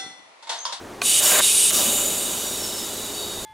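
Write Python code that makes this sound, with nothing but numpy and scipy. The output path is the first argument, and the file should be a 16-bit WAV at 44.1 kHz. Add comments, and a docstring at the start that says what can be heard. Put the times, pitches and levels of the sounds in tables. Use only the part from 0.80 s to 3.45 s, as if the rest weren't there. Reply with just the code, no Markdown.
"""Machines hum in a workshop, then a valve clicks close to the microphones: arc welding on a steel tube.
Shielding gas surges from the torch, hissing and whistling lower and softer as its pressure falls.
A spark lights the arc, which sputters out and is lit again; while it burns, the jet is broader and
has a low roar. The tube and clamp throw back short echoes."""
import sys
import numpy as np
from scipy import signal
from scipy.fft import rfft, irfft, next_fast_len
from scipy.io import wavfile
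from scipy.ndimage import uniform_filter1d, map_coordinates

SR = 44100
rng = np.random.default_rng(int(sys.argv[2]) if len(sys.argv) > 2 else 0)


def wav_out(sig):
    """Save sig, one row per channel (or a flat mono array), as 16-bit PCM at SR to the path in sys.argv[1]."""
    wavfile.write(sys.argv[1], SR, np.round(np.clip(np.atleast_2d(sig).T, -1, 1) * 32767).astype(np.int16))


N = 116865
T = np.arange(N) / SR


def amp(db):
    """Decibels to gain."""
    return 10 ** (np.asarray(db) / 20)


def unit(x):
    """Scale to rms 1."""
    return x / np.sqrt(np.mean(x ** 2) + 1e-20)


def along(points, hz):
    """Read (Hz, value) points on a log frequency axis."""
    freqs, values = np.transpose(points)
    return np.interp(np.log(hz + 1), np.log(freqs + 1), values)


def wobble(rate):
    """A smooth random curve, rate knots a second."""
    return map_coordinates(rng.standard_normal(int(N * rate / SR) + 4), [T * rate])


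def filtered(x, response):
    """Pass x through a complex frequency response."""
    size = next_fast_len(N + SR // 2)
    return irfft(rfft(x, size) * response(np.fft.rfftfreq(size, 1 / SR)), size)[..., :N]


def coloured(x, spectrum, peaks=()):
    """Give x a spectrum and resonances, at rms 1."""
    def response(hz):
        boost_db = sum(db / (1 + ((hz - centre) / width) ** 2) for centre, width, db in peaks)
        return amp(along(spectrum, hz) + boost_db)
    return unit(filtered(x, response))


# Stereo width at the microphones. Each row: frequency in Hz, side over mid in dB.
STEREO_WIDTH = [(30, -24), (120, -23), (500, -14.5), (1000, -12.5), (4000, -17.5), (12000, -28.5)]

def rush(spectrum, peaks=()):
    """Coloured noise, nearly alike at both microphones."""
    mid, side = coloured(rng.standard_normal((2, N)), spectrum, peaks)
    side = filtered(side, lambda hz: amp(along(STEREO_WIDTH, hz)))
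    return mid + np.array([side, -side])


# Room tone behind the bench. Each row: frequency in Hz, relative level in dB.
VENTILATION = [(25, -10), (45, -14), (130, -5), (250, 1), (430, -0.5), (1000, -5), (2000, -13),
               (5200, -21.5), (6500, -20), (7500, -23), (8700, -23), (15000, -33)]
RUMBLE = [(20, -10), (33, 10), (48, -17), (70, 2), (120, -3), (300, -57)]
# The rumble's rise and fall. Each row: time in seconds, level in dB.
RUMBLE_LEVEL = [(0, -63), (1.2, -52), (2.32, -59), (2.43, -54), (2.65, -47)]
# Machines farther back. Each row: frequency in Hz, level in dB halfway through.
MACHINE_HUM = [(59.5, -61), (97, -55.5), (359, -49), (415, -47)]

def workshop():
    """Ventilation noise, low rumble and a wavering machine hum that slowly grows."""
    hum = np.zeros(N)
    for hz, db in MACHINE_HUM:
        level = amp(db + 1.5 * wobble(5.8))
        hum += level * np.sqrt(2) * np.sin(2 * np.pi * hz * T + 0.88 * wobble(15))
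    growth = amp(1.5 * (T - T.mean()))  # 1.5 dB a second
    rumble = amp(np.interp(T, *np.transpose(RUMBLE_LEVEL))) * rush(RUMBLE)
    return amp(-39) * rush(VENTILATION) + rumble + growth * hum


def room(x, t60=0.12):
    """The workshop's short diffuse tail, different at each microphone."""
    t = T[:SR // 2]
    tail = rng.standard_normal((2, len(t))) * amp(-60 * t / t60) * (t > .006)
    return signal.fftconvolve(x, tail / np.linalg.norm(tail[0]), axes=1)[:, :N]


# Steel and bench, within a metre of the torch. Each row: delay in milliseconds, gain.
ECHOES = [(.96, -.13), (1.212, -.13), (4.874, -.09), (5.024, .11), (5.116, .33), (5.217, -.14)]

def close_echoes(x):
    """The direct sound plus its reflections from the steel and the bench."""
    return filtered(x, lambda hz: 1 + sum(g * np.exp(-2j * np.pi * hz * ms / 1000) for ms, g in ECHOES))


VALVE_SEATS_S = .218
VALVE_TOUCH_S = VALVE_SEATS_S - .0027
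# The valve's ring. Each row: frequency in Hz, relative level in dB, seconds to fall 60 dB.
VALVE_MODES = [(704, -10, 0.047), (1133, -12, 0.11), (1524, -12, 0.044), (2440, -2.5, 0.034),
               (4310, -0.5, 0.011), (5260, -13, 0.011), (6250, -3, 0.011)]
# Its contact noise. Each row: frequency in Hz, relative level in dB.
VALVE_CRACK = [(100, -31), (700, 2), (2500, 1), (6000, -12), (15000, -18)]

def valve(crack_t60=0.024):
    """The gas valve touches softly, then seats; both contacts ring it."""
    out = np.zeros(N)
    for start, db in [(VALVE_TOUCH_S, -31.5), (VALVE_SEATS_S, -16.5)]:
        t = np.maximum(T - start, 0)
        ring = sum((-1) ** k * amp(level - 60 * t / t60) * np.sin(2 * np.pi * hz * t)
                   for k, (hz, level, t60) in enumerate(VALVE_MODES))
        crack = (t > 0) * amp(-3.5 - 60 * t / crack_t60) * coloured(rng.standard_normal(N), VALVE_CRACK)
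        out += amp(db) * (ring + crack)
    return out


# Tones at the nozzle. Each row: start and length in seconds, first and last pitch in Hz, level in dB.
WHISTLES = [(.64, .36, 10550, 9800, -28), (.77, .135, 8700, 8450, -21.5), (1.12, .2, 7400, 6880, -28),
            (1.37, .12, 8630, 8550, -32), (1.57, .23, 5950, 5560, -41), (1.78, .125, 5520, 5380, -36.5),
            (1.895, .165, 5360, 5210, -36), (2.1, .22, 3980, 3870, -46), (2.3, .26, 4570, 4450, -42),
            (2.33, .36, 3815, 3710, -37)]

def whistles(roughness=.85, width_hz=130):
    """Each breathy nozzle tone swells, sinks with the gas pressure and gives way to another."""
    out = np.zeros(N)
    for start, length, first_hz, last_hz, db in WHISTLES:
        progress = np.clip((T - start) / length, 0, 1)
        phase = 2 * np.pi * np.cumsum(first_hz + (last_hz - first_hz) * progress) / SR
        waver = 1 + roughness * (wobble(width_hz) + 1j * wobble(width_hz))
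        swell = np.sqrt(4 * progress * (1 - progress))
        out += amp(db) * swell * unit((waver * np.exp(1j * phase)).real)
    return out


# The arc lights, dies and relights. Each row: time in seconds, snap peak in dB, 1 if lit or 0 if out.
ARC_SWITCHES = [(.4035, -5, 1), (.6027, -5, 0), (.9075, -3, 1)]
CHOKE_LEAD_S = .003  # the gas dips just ahead of each snap

def arc_state():
    """Whether the arc burns (0 to 1), and the seconds since it last lit or died."""
    burning, age = np.zeros((2, N))
    for start, _, lit in ARC_SWITCHES:
        burning[T >= start] = lit
        age = np.where(T >= start, T - start, age)
    return uniform_filter1d(burning, size=200), age


def choke(depth_db):
    """Gain of the gas: shut before the valve opens, dipping at each switch of the arc."""
    corners_s = np.cumsum([0, .001, .01, .019])  # fall, hold, recover
    dips = sum(np.interp(T - start + CHOKE_LEAD_S, corners_s, [0, 1, 1, 0])
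               for start, _, _ in ARC_SWITCHES)
    return amp(depth_db * dips) * (T > VALVE_TOUCH_S)


# The unsteady arc and a hollow tone under it. Each row: frequency in Hz, relative level in dB.
SPUTTER = [(60, -39), (200, -8.5), (400, -8), (590, -4), (790, -9), (1050, 6), (1250, -5), (1550, 2),
           (2300, -4), (4000, -4.5), (9000, -23)]
HOLLOW = [(200, -29), (430, -9), (520, -6.5), (600, -3), (680, -3), (850, -30)]

def sputter(pops_per_s=1600, full_at_s=.565, rise_db_per_s=81):
    """Dense low pops build up in the first arc until it goes out."""
    start, end = ARC_SWITCHES[0][0], ARC_SWITCHES[1][0] - CHOKE_LEAD_S
    pops = (rng.random(N) < pops_per_s / SR) * rng.uniform(-1, 1, N)
    level = amp(-22.5 + rise_db_per_s * np.minimum(T - full_at_s, 0)) * (T > start) * (T < end)
    return level * unit(coloured(pops, SPUTTER) + .5 * rush(SPUTTER) + amp(-6.5) * rush(HOLLOW))


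# The spark, heard close up. Each row: frequency in Hz, relative level in dB.
SPARK = [(100, -36), (700, -19), (1500, -14), (5000, -10), (7500, -2), (10500, 0), (15800, -12)]

def snaps(decay_s=.0003, echo_s=.0051):
    """A bright spark lights the arc, a duller pop ends it; each comes back once from the bench."""
    out = np.zeros(N)
    for start, db, lit in ARC_SWITCHES:
        t = T - start
        burst = (t >= 0) * np.exp(-np.abs(t) / decay_s) * rng.standard_normal(N)
        snap = coloured(burst, SPARK if lit else SPUTTER)
        out += amp(db) * snap / np.abs(snap).max()
    return out + amp(-3.5) * np.roll(out, round(echo_s * SR))


# Gas flow at the torch, close to the microphones. Each row: time in seconds, relative level in dB.
GAS_FLOW = [(.215, -38), (.232, -27.5), (.26, -18), (.3, -17), (.48, -14), (.65, -16.5), (.9, -18.5),
            (1.0, -17), (1.32, -23.5), (1.62, -26.5), (1.92, -29.5), (2.3, -31.5), (2.65, -34)]
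# Resonances of torch and clamp. Each row: centre in Hz, half width in Hz, boost in dB.
TORCH_RESONANCES = [(2770, 45, -7), (2928, 30, 4), (3085, 33, -3.5), (3768, 38, 7.5), (4260, 90, -2),
                    (4700, 25, 3), (6670, 34, 6.5), (6900, 57, 3.5), (7340, 79, 4), (8680, 99, 4),
                    (13000, 200, 0)]
# The hiss with the arc out and lit, its midrange body, the arc's roar and the ignition flare.
# Each row: frequency in Hz, relative level in dB.
COLD_JET = [(100, -52), (600, -23.5), (1900, -17.5), (2800, -1.5), (5300, -8), (7000, -2), (8800, 2.5),
            (10800, -1), (12500, -12), (14200, -11), (15800, -27)]
HOT_JET = [(100, -51), (600, -2), (2000, -14.5), (2900, -0.5), (5300, -13), (7000, 2.5), (9000, 0),
           (11700, -3), (13000, -4.5), (14300, -8), (15800, -11)]
JET_BODY = [(1500, -41), (2700, -7.5), (3700, 7), (5000, 3), (7000, -0.5), (10000, -16), (12000, -8),
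            (14000, -12), (15800, -17)]
ROAR = [(30, -34), (120, -14), (230, 1), (420, -5), (620, -1.5), (900, -9.5), (1400, -11.5), (2200, -17),
        (5000, -41)]
FLARE = [(200, -28), (600, -13), (1100, 3), (2200, -17), (4000, -2), (5700, 6.5), (7000, -6), (15000, -8)]

def jet(roar_attack_s=.025, flare_peak_s=0.056):
    """The gas hisses narrowly when cold; the arc flares up, widens the hiss and adds a roar."""
    flow_db = np.interp(T, *np.transpose(GAS_FLOW))
    burning, age = arc_state()
    flutter = amp(0.15 * wobble(36.07) + 0.5 * wobble(500))
    cold = (1 - burning) * amp(-1) * rush(COLD_JET, TORCH_RESONANCES)
    hot = burning * amp(-2.5) * rush(HOT_JET, TORCH_RESONANCES)
    hiss = amp(flow_db) * (cold + hot)
    body = amp(-24.5 + .45 * flow_db) * rush(JET_BODY, TORCH_RESONANCES)  # fades slower than the flow
    attack = 1 - np.exp(-(age / roar_attack_s) ** 2)
    roar = attack * amp(-24 + 0.63 * flow_db + .5 * wobble(25.2)) * rush(ROAR)
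    roar *= np.where(T > ARC_SWITCHES[-1][0], 1, amp(-10.5))  # the first, unsteady arc roars less
    flare = amp(-26.5) * (age / flare_peak_s * np.exp(1 - age / flare_peak_s)) ** 2 * rush(FLARE)
    return flutter * (hiss + body) + burning * (roar + flare)


def scene(choke_db=-8, split_hz=5100):
    """The torch up close with its echoes, the workshop behind it."""
    gas = jet() + sputter()
    low = filtered(gas, lambda hz: 1 / (1 + (hz / split_hz) ** 6))
    choked = choke(choke_db) * (gas - low) + choke(0.32 * choke_db) * low  # the treble dips most
    torch = close_echoes(choked) + choke(choke_db) * whistles() + valve() + snaps()
    return torch + amp(-16.5) * room(torch) + workshop()


# Balance of the microphone pair. Each row: frequency in Hz, left over right in dB.
MIC_BALANCE = [(60, 0.7), (500, 0.4), (1000, 0.5), (2000, -0.5), (4000, -1.3), (8000, -0.2), (12000, -1)]

def record(dry, top_hz=15800):
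    """Two slightly unequal microphones, with nothing kept above the band limit."""
    left_right = np.array([[.5], [-.5]])
    return filtered(dry, lambda hz: amp(along(MIC_BALANCE, hz) * left_right) * (hz < top_hz))


dry = scene()
out = record(dry)
wav_out(out)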